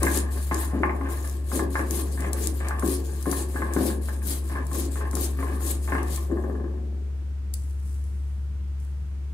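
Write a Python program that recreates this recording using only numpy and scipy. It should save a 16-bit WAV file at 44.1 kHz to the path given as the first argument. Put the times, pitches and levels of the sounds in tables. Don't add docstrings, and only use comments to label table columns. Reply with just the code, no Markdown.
import sys
import numpy as np
from scipy import signal
from scipy.fft import rfft, irfft
from scipy.io import wavfile

SR = 44100
rng = np.random.default_rng(int(sys.argv[2]) if len(sys.argv) > 2 else 0)


def store_pcm(level_fs):
    pcm = np.round(np.clip(level_fs, -1, 1) * 32767).astype(np.int16)
    wavfile.write(sys.argv[1], SR, np.atleast_2d(pcm).T)


N = 411453
TIME = np.arange(N) / SR

# t/s, level/dB, bright ring re knock/dB, clack re knock/dB
KNOCKS = [(0.032, -15, -11, -18), (0.067, -15, 6.5, 9.5), (0.371, -34.5, 8, 1), (0.512, -12, -5, 1),
          (0.833, -6, -5, 2.5), (0.894, -18, -6, 10), (1.011, -22.5, -20, -3), (1.089, -25, -15.5, -19.5),
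          (1.516, -21.5, 0, -9), (1.593, -15, 1.5, -12), (1.754, -13, 4.5, 0), (1.793, -14.5, 1.5, 1.5),
          (2.175, -29, 7, 0), (2.248, -26, -5, -8), (2.603, -29.5, 3, 6), (2.708, -16, -3, -5),
          (2.74, -30, -13, -11), (2.824, -20.5, 3, -16), (3.257, -21, -6, -7), (3.327, -18, -7, -2),
          (3.559, -21, 7.5, -9), (3.619, -17.5, 2, 0), (3.764, -17.5, 0, -8), (3.899, -26.5, 3, 1),
          (4.085, -22.5, 0.5, -2), (4.497, -30.5, 3, -3), (4.52, -27, 2, 1), (4.554, -24, 5, 3),
          (4.569, -25, 4, -7), (4.713, -29, -16, -14), (4.747, -29, -9, -14), (4.957, -24, -4, -13),
          (5.01, -25, 2, -7), (5.131, -25.5, -9, -13), (5.168, -24, -16, -12), (5.427, -21, -6, 1),
          (5.606, -27.5, -21, -20), (5.876, -24.5, -0.5, 1), (5.921, -14.5, 4, 3), (5.951, -15, 3, -2)]
# t/s, level/dB
TAPS = [(6.3119, -27.5), (6.3694, -24.5), (6.438, -26.5), (6.4974, -27.5), (6.5512, -31), (6.598, -32),
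        (6.641, -31.5), (6.679, -37), (6.713, -43), (6.74, -44), (6.776, -41)]

ROLL_START_S = 6.292


def from_db(db):
    return np.exp(np.asarray(db) * (np.log(10) / 20))


def rms_one(x):
    return x / np.sqrt(np.mean(x ** 2) + 1e-20)


def at_hz(points, hz):
    f, value = np.transpose(points)
    return np.interp(np.log(np.maximum(hz, 1)), np.log(f), value)


def gain(rows):
    return from_db(np.interp(TIME, *np.transpose(rows)))


def drift(knots_per_s):
    knots = rng.standard_normal(N // 20)
    return np.interp(TIME * knots_per_s, np.arange(len(knots)), knots)


def butter(x, hz, kind, order=2):
    return signal.sosfilt(signal.butter(order, hz, kind, fs=SR, output="sos"), x + 1e-18)


def convolve(x, response):
    return signal.fftconvolve(np.atleast_2d(x), np.atleast_2d(response), axes=1)[:, :N]


def colour(spectrum, size=4096):
    level_db = at_hz(spectrum, np.fft.rfftfreq(size, 1 / SR))
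    cepstrum = irfft(np.log(from_db(level_db)))
    cepstrum[1:size // 2] *= 2
    cepstrum[size // 2 + 1:] = 0
    response = irfft(np.exp(rfft(cepstrum)))
    return response / np.abs(response).max()


def grains(per_s, spread_db):
    size_db = spread_db * np.minimum(rng.exponential(1, N), 4)
    sizes = rms_one(from_db(size_db)) * rng.choice([-1, 1], N)
    chance = np.clip(per_s / SR, 1 / SR, 1)
    return sizes * (rng.random(N) < chance) / np.sqrt(chance)


def blows(events, crunch, crunch_s):
    force, t = np.zeros(N + SR), TIME[:SR // 20]
    for s, db in events:
        crumble = rng.standard_normal(len(t)) * t * np.exp(-t / crunch_s)
        blow = crunch * crumble / np.linalg.norm(crumble)
        blow[0] += 1
        at = int(s * SR)
        force[at:at + len(t)] += from_db(db) * blow
    return force[:N]


def swell(start_s, length_s, attack_s, sag_db_per_s, release_db_per_s):
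    out, near = np.zeros(N), slice(*np.searchsorted(TIME, [start_s, start_s + 2]))
    t = TIME[near] - start_s
    attack = np.sin(np.pi / 2 * np.minimum(t / attack_s, 1)) ** 2
    out[near] = attack * from_db(-sag_db_per_s * t - release_db_per_s * np.maximum(t - length_s, 0))
    return out


def ringing(modes, rubbing, hits, patchy_db, wander):
    t, whole = TIME[:SR], 0
    for k, (hz, db, t60) in enumerate(modes):
        whole = whole + (-1) ** k * from_db(db - 60 * t / t60) * np.sin(2 * np.pi * hz * t)
    rubbing, peak, out = rubbing / np.linalg.norm(whole), np.abs(whole).max(), 0
    for k, ((hz, db, t60), hit) in enumerate(zip(modes, hits)):
        force = rubbing * from_db(patchy_db * drift(18)) + hit / peak + 1e-18
        turn = np.exp(2j * np.pi * hz / SR * np.cumsum(1 + wander * drift(14)))
        ring = signal.lfilter([1], [1, -from_db(-60 / (t60 * SR))], force * turn.conj())
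        out = out + (-1) ** k * from_db(db) * (ring * turn).imag
    return out


def in_room(x, wet_db, left_db, lead_s=0., wet_left_db=0.):
    # f/Hz, t60/s
    room_t60 = [(200, 0.27), (400, 0.54), (750, 0.59), (1400, 0.27), (4000, 0.19), (9000, 0.17),
                (16000, 0.0083)]
    t, tail = TIME[:SR], 0
    edges, white = np.geomspace(100, 17000, 12), rng.standard_normal((2, 2, SR))
    for k, (low, high) in enumerate(zip(edges, edges[1:])):
        decay = from_db(-60 * t / at_hz(room_t60, np.sqrt(low * high)))
        tail = tail + butter(white[k % 2], [low, high], "band") * decay
    tail = tail * np.clip((t - .003) / 0.0004, 0, 1)
    tail /= np.linalg.norm(tail, axis=1, keepdims=True)
    x, sides = np.ravel(x), np.array([[.5], [-.5]])
    direct = np.array([x, np.roll(x, round(lead_s * SR))])
    return direct * from_db(left_db * sides) + from_db(wet_db + wet_left_db * sides) * convolve(x, tail)


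def roller():
    # f/Hz, level/dB, t60/s
    stone_modes = [(760, 1.5, 0.0069), (841.7, -14, 0.096), (1053, -3, 0.025), (1102, -1.5, 0.039),
                   (1180, -3, 0.018), (1543, -7.5, 0.03), (1645, -7, 0.025), (1677, -9.5, 0.076),
                   (1741, -0.5, 0.014), (2058, -11, 0.032), (2250, -2.5, 0.0055)]
    # low f/Hz, high f/Hz
    crack_hz = [1010, 2090]
    grit = from_db(-6.5) * grains(per_s=1500, spread_db=2.5) * strokes("grit", contact_db=-51) * judder()
    hits = [knocking(hz) for hz, db, t60 in stone_modes]
    stone = butter(ringing(stone_modes, grit, hits, patchy_db=1.5, wander=0.0096), 480, "high")
    cracking = blows([(s, db) for s, db, ring, clack in KNOCKS], crunch=0.55, crunch_s=0.00066)
    crack = from_db(16.5) * butter(cracking, crack_hz, "band", order=4)
    return in_room(stone, wet_db=-5.0, left_db=1.1, lead_s=0.00013) + crack


def knocking(hz):
    ring_hz = [1250, 1550, 1670, 1950]
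    hits = [(s, db + np.interp(hz, ring_hz, [0, ring, ring, clack])) for s, db, ring, clack in KNOCKS]
    hard = butter(blows(hits, crunch=.25, crunch_s=.002), 2390, "low", order=5)
    soft = butter(blows(TAPS, crunch=.15, crunch_s=.002), 1750, "low", order=7)
    return hard + soft


def judder():
    judders_per_s, decay_s, spread_db, floor = 55, 0.004, 4, 0.34
    gap, size = rng.standard_normal((1500, 2)).T
    starts = np.append(0, np.cumsum(from_db(3.5 * gap) / judders_per_s))
    last = np.searchsorted(starts, TIME, side="right") - 1
    return rms_one(floor + from_db(spread_db * size[last]) * np.exp((starts[last] - TIME) / decay_s))


def strokes(layer, contact_db):
    # start t/s, length/s, grit level/dB, rumble level/dB
    forward = [(0.08, 0.18, -34, -31.5), (0.508, 0.37, -33, -33), (1.04, 0.24, -34.5, -33),
               (1.522, 0.11, -39, -24), (1.89, 0.36, -39, -31), (2.335, 0.26, -39.5, -30.5),
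               (2.82, 0.11, -41, -25.5), (3.255, 0.084, -36, -27.5), (3.775, 0.06, -34, -22.5),
               (4.24, 0.1, -54, -35.5), (4.71, 0.11, -42.5, -30), (5.125, 0.098, -42, -29.5),
               (5.612, 0.1, -42.5, -30.5), (6.075, 0.091, -41.5, -38)]
    # start t/s, length/s, grit level/dB, rumble level/dB
    back = [(0.0, 0.068, -25, -22), (0.335, 0.052, -42, -37), (0.715, 0.05, -35, -27),
            (0.92, 0.12, -42, -33), (1.755, 0.1, -38, -32.5), (2.18, 0.12, -32, -31.5),
            (2.595, 0.19, -33.5, -35.5), (3.07, 0.1, -47.5, -40), (3.53, 0.37, -35, -30.5),
            (4.06, 0.16, -52, -38.5), (4.49, 0.12, -37.5, -35), (4.95, 0.1, -35.5, -35),
            (5.375, 0.18, -35.5, -33), (5.87, 0.17, -32, -31.5)]
    column = 2 + ["grit", "rumble"].index(layer)
    level = contact(contact_db)
    for rows, shape in ((forward, push), (back, pull)):
        for row in rows:
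            level = np.maximum(level, from_db(row[column]) * shape(row[0], row[1]))
    return level


def push(start_s, length_s):
    return swell(start_s, length_s, attack_s=0.0088, sag_db_per_s=42, release_db_per_s=42)


def pull(start_s, length_s):
    return swell(start_s, length_s, attack_s=0.016, sag_db_per_s=19, release_db_per_s=171)


def contact(db):
    grind_end_s, stop_db_per_s = 6.32, 41
    return from_db(db - stop_db_per_s * np.maximum(TIME - grind_end_s, 0))


def slab():
    # f/Hz, level/dB, t60/s
    slab_modes = [(137, -37, 0.89), (202.8, -3, 0.15), (225.4, -13, 0.84), (277.8, 0, 0.18),
                  (324.7, 2, 0.2), (346.3, 11.5, 0.023), (364, -9, 0.48), (385.5, -4.5, 0.075),
                  (446.5, -12, 0.4), (520, 0, 0.023), (687, -16.5, 0.15), (705, -6.5, 0.063)]
    tap_thud_db = 20.5
    free_roll = swell(ROLL_START_S, length_s=0.16, attack_s=0.0084, sag_db_per_s=5, release_db_per_s=29)
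    rumble = strokes("rumble", contact_db=-45) + from_db(-30) * free_roll
    bumps = from_db(-2.5) * grains(per_s=700, spread_db=2.5) * rumble
    tips = rebounds(count=3) + [(s, db + tap_thud_db) for s, db in TAPS]
    rocking = blows(tips, crunch=.2, crunch_s=.005)
    thuds = from_db(-20.0) * butter(rocking, 510, "low")
    boom = ringing(slab_modes, bumps, [thuds] * len(slab_modes), patchy_db=2.0, wander=0.0023)
    boom = butter(butter(boom, 142, "high"), 775, "low", order=5)
    boom = in_room(boom, wet_db=-12.0, left_db=10.5, wet_left_db=3.0)
    middle = boom.mean(axis=0)
    apart = butter(boom - middle, 256, "high")
    apart = butter(apart[:, ::-1], 280, "high")[:, ::-1]
    return middle + apart


def rebounds(count):
    # t/s, level/dB, loss per rebound/dB
    tipping = [(0.015, -8, 11), (0.075, -14, -8), (0.515, 1, 26), (0.733, 2, 9), (0.803, 5.5, 3),
               (1.531, -6.5, -4.5), (1.796, 1.5, 23), (2.833, 7, 9), (3.268, 4.5, 9), (3.62, -4.5, 17),
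               (3.762, 10, 3), (5.922, -0.5, 7), (6.297, -4, 25), (6.315, 2.5, 13)]
    rebound_s = .046
    return [(s + rebound_s * k, db - loss_db * k) for s, db, loss_db in tipping for k in range(count)]


def paste():
    # f/Hz, relative level/dB
    fizz_spectrum = [(1290, 0.5), (2200, -1), (2700, -0.5), (4200, 4.5), (5150, 3.5), (5820, -0.5),
                     (6020, 3), (7580, 8.5), (10500, 10.5), (11500, 9.5), (13000, 7), (15300, 2),
                     (15900, 0)]
    burst, out = colour(fizz_spectrum), 0
    burst_norm = np.linalg.norm(burst)
    squeeze = pressure() * from_db(2 * drift(55))
    effort = squeeze / squeeze.max()
    for lead_s in np.linspace(.0002, .00046, num=3):
        clumps = from_db(2.4 * drift(120))
        crackle = grains(600 + 2500 * effort, spread_db=-1.5) * squeeze * clumps / burst_norm
        crackle = from_db(-11.0) * convolve(crackle, burst)
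        crackle = crackle + 0.061 * effort * butter(crackle, [7000, 12000], "band", order=1)
        out = out + in_room(crackle, wet_db=-1.5, left_db=9.5, lead_s=lead_s, wet_left_db=-3.5)
    ticks = from_db(-13.0) * squeeze * tonal_ticks(per_s=60, cycles=30)
    out = out + in_room(ticks, wet_db=-9, left_db=13.5, lead_s=.0003)
    scratches = grains(per_s=100, spread_db=-2.0) * squeeze * from_db(2.6 * drift(70)) / burst_norm
    scratches = from_db(-12) * butter(convolve(scratches, burst), 7000, "low", order=1)
    out = out + in_room(scratches, wet_db=-4, left_db=8.0, lead_s=.0003)
    return wandering(out, patchy_db=2.6, count=9)


def pressure():
    # greatest pressure t/s, level/dB, rise/s, fall/s
    squeezes = [(0.16, -28.5, 0.083, 0.035), (0.61, -35, 0.052, 0.046), (1.56, -31.5, 0.044, 0.04),
                (1.96, -32.5, 0.045, 0.057), (2.431, -33.5, 0.049, 0.046), (2.922, -33, 0.056, 0.044),
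                (3.369, -33.5, 0.073, 0.046), (3.864, -31.5, 0.065, 0.042), (4.297, -32, 0.034, 0.054),
                (4.797, -32.5, 0.053, 0.039), (5.216, -32, 0.042, 0.054), (5.685, -31, .042, 0.044),
                (6.154, -35.5, 0.054, 0.047)]
    # start t/s, length/s, level/dB
    smears = [(0.0, .06, -50), (0.295, 0.19, -40.5), (1.078, 0.27, -42), (1.354, 0.051, -57.5),
              (1.688, 0.15, -43.5), (2.095, 0.15, -43.5), (2.527, 0.072, -42), (2.615, 0.068, -46.5),
              (3.028, 0.23, -44.5), (3.471, 0.17, -44), (4.002, 0.13, -43), (4.424, .13, -46),
              (4.892, 0.1, -43), (5.356, .23, -45.5), (5.8, 0.15, -44.5)]
    level = contact(-56)
    for centre_s, db, rise_s, fall_s in squeezes:
        level = np.maximum(level, from_db(db) * squeezing(centre_s, rise_s, fall_s))
    for start_s, length_s, db in smears:
        smear = swell(start_s, length_s, attack_s=0.024, sag_db_per_s=11.5, release_db_per_s=154)
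        level = np.maximum(level, from_db(db) * smear)
    return level


def squeezing(centre_s, rise_s, fall_s):
    fall_db = 12.5
    off_centre = (TIME - centre_s) / np.where(TIME < centre_s, rise_s, fall_s)
    return from_db(-fall_db * (np.hypot(1, off_centre) - 1))


def tonal_ticks(per_s, cycles):
    out = 0
    for hz in np.geomspace(6800, 12500, num=9):
        resonance = signal.iirpeak(hz, max(cycles, 2), fs=SR)
        out = out + signal.lfilter(*resonance, grains(per_s, spread_db=5.0) + 1e-18)
    return rms_one(out)


def wandering(x, patchy_db, count):
    edges = np.geomspace(4300, 15000, count + 1)
    for low, high in zip(edges, edges[1:]):
        x = x + (from_db(patchy_db * drift(28)) - 1) * butter(x, [low, high], "band", order=1)
    return x


def herbs():
    # f/Hz, relative level/dB
    snap_spectrum = [(700, -34), (2000, -4), (3000, -6), (4200, 2), (6000, 9), (7800, 11), (10500, 15),
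                     (13000, 2), (16000, 4.5)]
    # start t/s, length/s, level/dB
    touches = [(7.53, 0.062, -56.5), (7.77, 0.06, -66), (7.84, 0.091, -62.5), (8.03, 0.34, -73),
               (8.774, 0.07, -67.5)]
    crack = colour(snap_spectrum)
    crack_norm = np.linalg.norm(crack)
    handling = 0
    for start_s, length_s, db in touches:
        touch = swell(start_s, length_s, attack_s=0.028, sag_db_per_s=0, release_db_per_s=71)
        handling = handling + from_db(db) * touch
    rustle = grains(per_s=1500, spread_db=-1.0) * handling / crack_norm
    ticks = from_db(-44) * grains(per_s=64, spread_db=0.0) * np.sqrt(pressure()) / crack_norm
    ticks = ticks * (TIME < ROLL_START_S)
    sound = convolve(rustle + ticks + from_db(9) * snapping(), crack)
    return in_room(sound, wet_db=-9.0, left_db=12.5, lead_s=.00025, wet_left_db=-13.0)


def snapping():
    # t/s, relative level/dB, power share that crumbles after the click/0-1
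    snaps = [(0.031, -15.5, 0.7), (0.0517, -25, .6), (0.174, -18, .6), (0.3337, -40, 0.6),
             (0.5443, -21.5, .7), (0.6535, -36, .7), (1.2594, -41, 0.5), (1.275, -31, 0.6),
             (1.297, -31.5, 0.4), (1.8134, -36, .5), (1.9084, -18.5, 0.9), (2.2065, -29.5, 0.4),
             (2.3313, -18.5, .9), (2.4724, -16, 0.1), (2.684, -26, 1), (2.795, -28.5, 0.8),
             (2.8616, -27, 0.6), (2.8765, -24, 0.6), (3.2263, -30, 0.8), (3.314, -19, .7),
             (3.7361, -23.5, .7), (4.285, -29, .55), (4.667, -33, 0.95), (4.7307, -27.5, 0.8),
             (5.112, -30.5, 0.4), (5.153, -20, .5), (5.169, -33, .6), (5.2562, -31, .4), (5.309, -39, .5),
             (5.691, -29, .6), (5.9828, -43.5, .5), (6.0305, -32.5, 0.7), (6.161, -25, 0.4),
             (7.5373, -35, 0.7), (7.5391, -22, 0.7), (7.6986, -49, .4), (7.709, -47, .4), (7.943, -47, .5),
             (8.0403, -47, .5), (8.8006, -49, .6), (8.8489, -50, .6)]
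    force, t = np.zeros(N + SR), TIME[:SR // 20]
    for s, db, share in snaps:
        share = np.clip(share, 0, 1)
        crumble = rng.standard_normal(len(t)) * t * np.exp(-t / 0.0012)
        snap = np.sqrt(share) * crumble / np.linalg.norm(crumble)
        snap[0] += np.sqrt(1 - share)
        at = int(s * SR)
        force[at:at + len(t)] += from_db(db) * snap
    return force[:N]


def motor():
    # t/s, relative level/dB
    hum_course = [(0.0, -18), (0.12, -20.5), (1.2, -23), (2.42, -21.5), (2.78, -21.5), (3.29, -24),
                  (4.03, -22), (4.66, -23), (4.97, -21.5), (5.96, -21), (6.6, -23), (7.31, -24),
                  (7.95, -22.5), (9.15, -25)]
    # multiple of the fundamental, relative level/dB
    hum_lines = [(1, -5.5), (4, -47), (5, -42.5)]
    # f/Hz, width/Hz, relative level/dB
    resonances = [(89.8, 1.6, -55), (144.1, 8.3, -52), (195.4, 12.4, -54), (279, 41, -65.5)]
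    hum_hz = 69.6
    phase = 2 * np.pi * np.cumsum(hum_hz + .1 * drift(2)) / SR
    lines = sum(from_db(db) * np.sin(round(k) * phase) for k, db in hum_lines)
    hum = gain(hum_course) * np.sqrt(2) * lines
    drone = 0
    for hz, width, db in resonances:
        band = butter(rng.standard_normal(N), [hz - width / 2, hz + width / 2], "band")
        drone = drone + from_db(db) * rms_one(band)
    return (hum + drone) * from_db([[.8], [-.8]])


def air():
    # f/Hz, relative level/dB
    air_spectrum = [(25, -26), (40, 2), (55, 0.5), (85, 7), (125, 1), (200, -14), (250, -12), (360, -11.5),
                    (570, -21.5), (1400, -24.5), (4300, -35), (9200, -37.5), (15500, -48)]
    shared, apart = rng.standard_normal((2, N))
    sides = butter(apart, 480, "high") * np.array([[1], [-1]])
    noise = convolve(shared + sides, colour(air_spectrum))
    return from_db(-61.5) * noise / np.std(butter(noise.mean(axis=0), 560, "high", order=6))


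def scene():
    return roller() + slab() + paste() + herbs() + motor() + air()


def record(dry):
    cutoff_hz = 15600
    return signal.sosfilt(signal.ellip(10, .2, 80, cutoff_hz, fs=SR, output="sos"), dry)


dry = scene()
out = record(dry)
store_pcm(out)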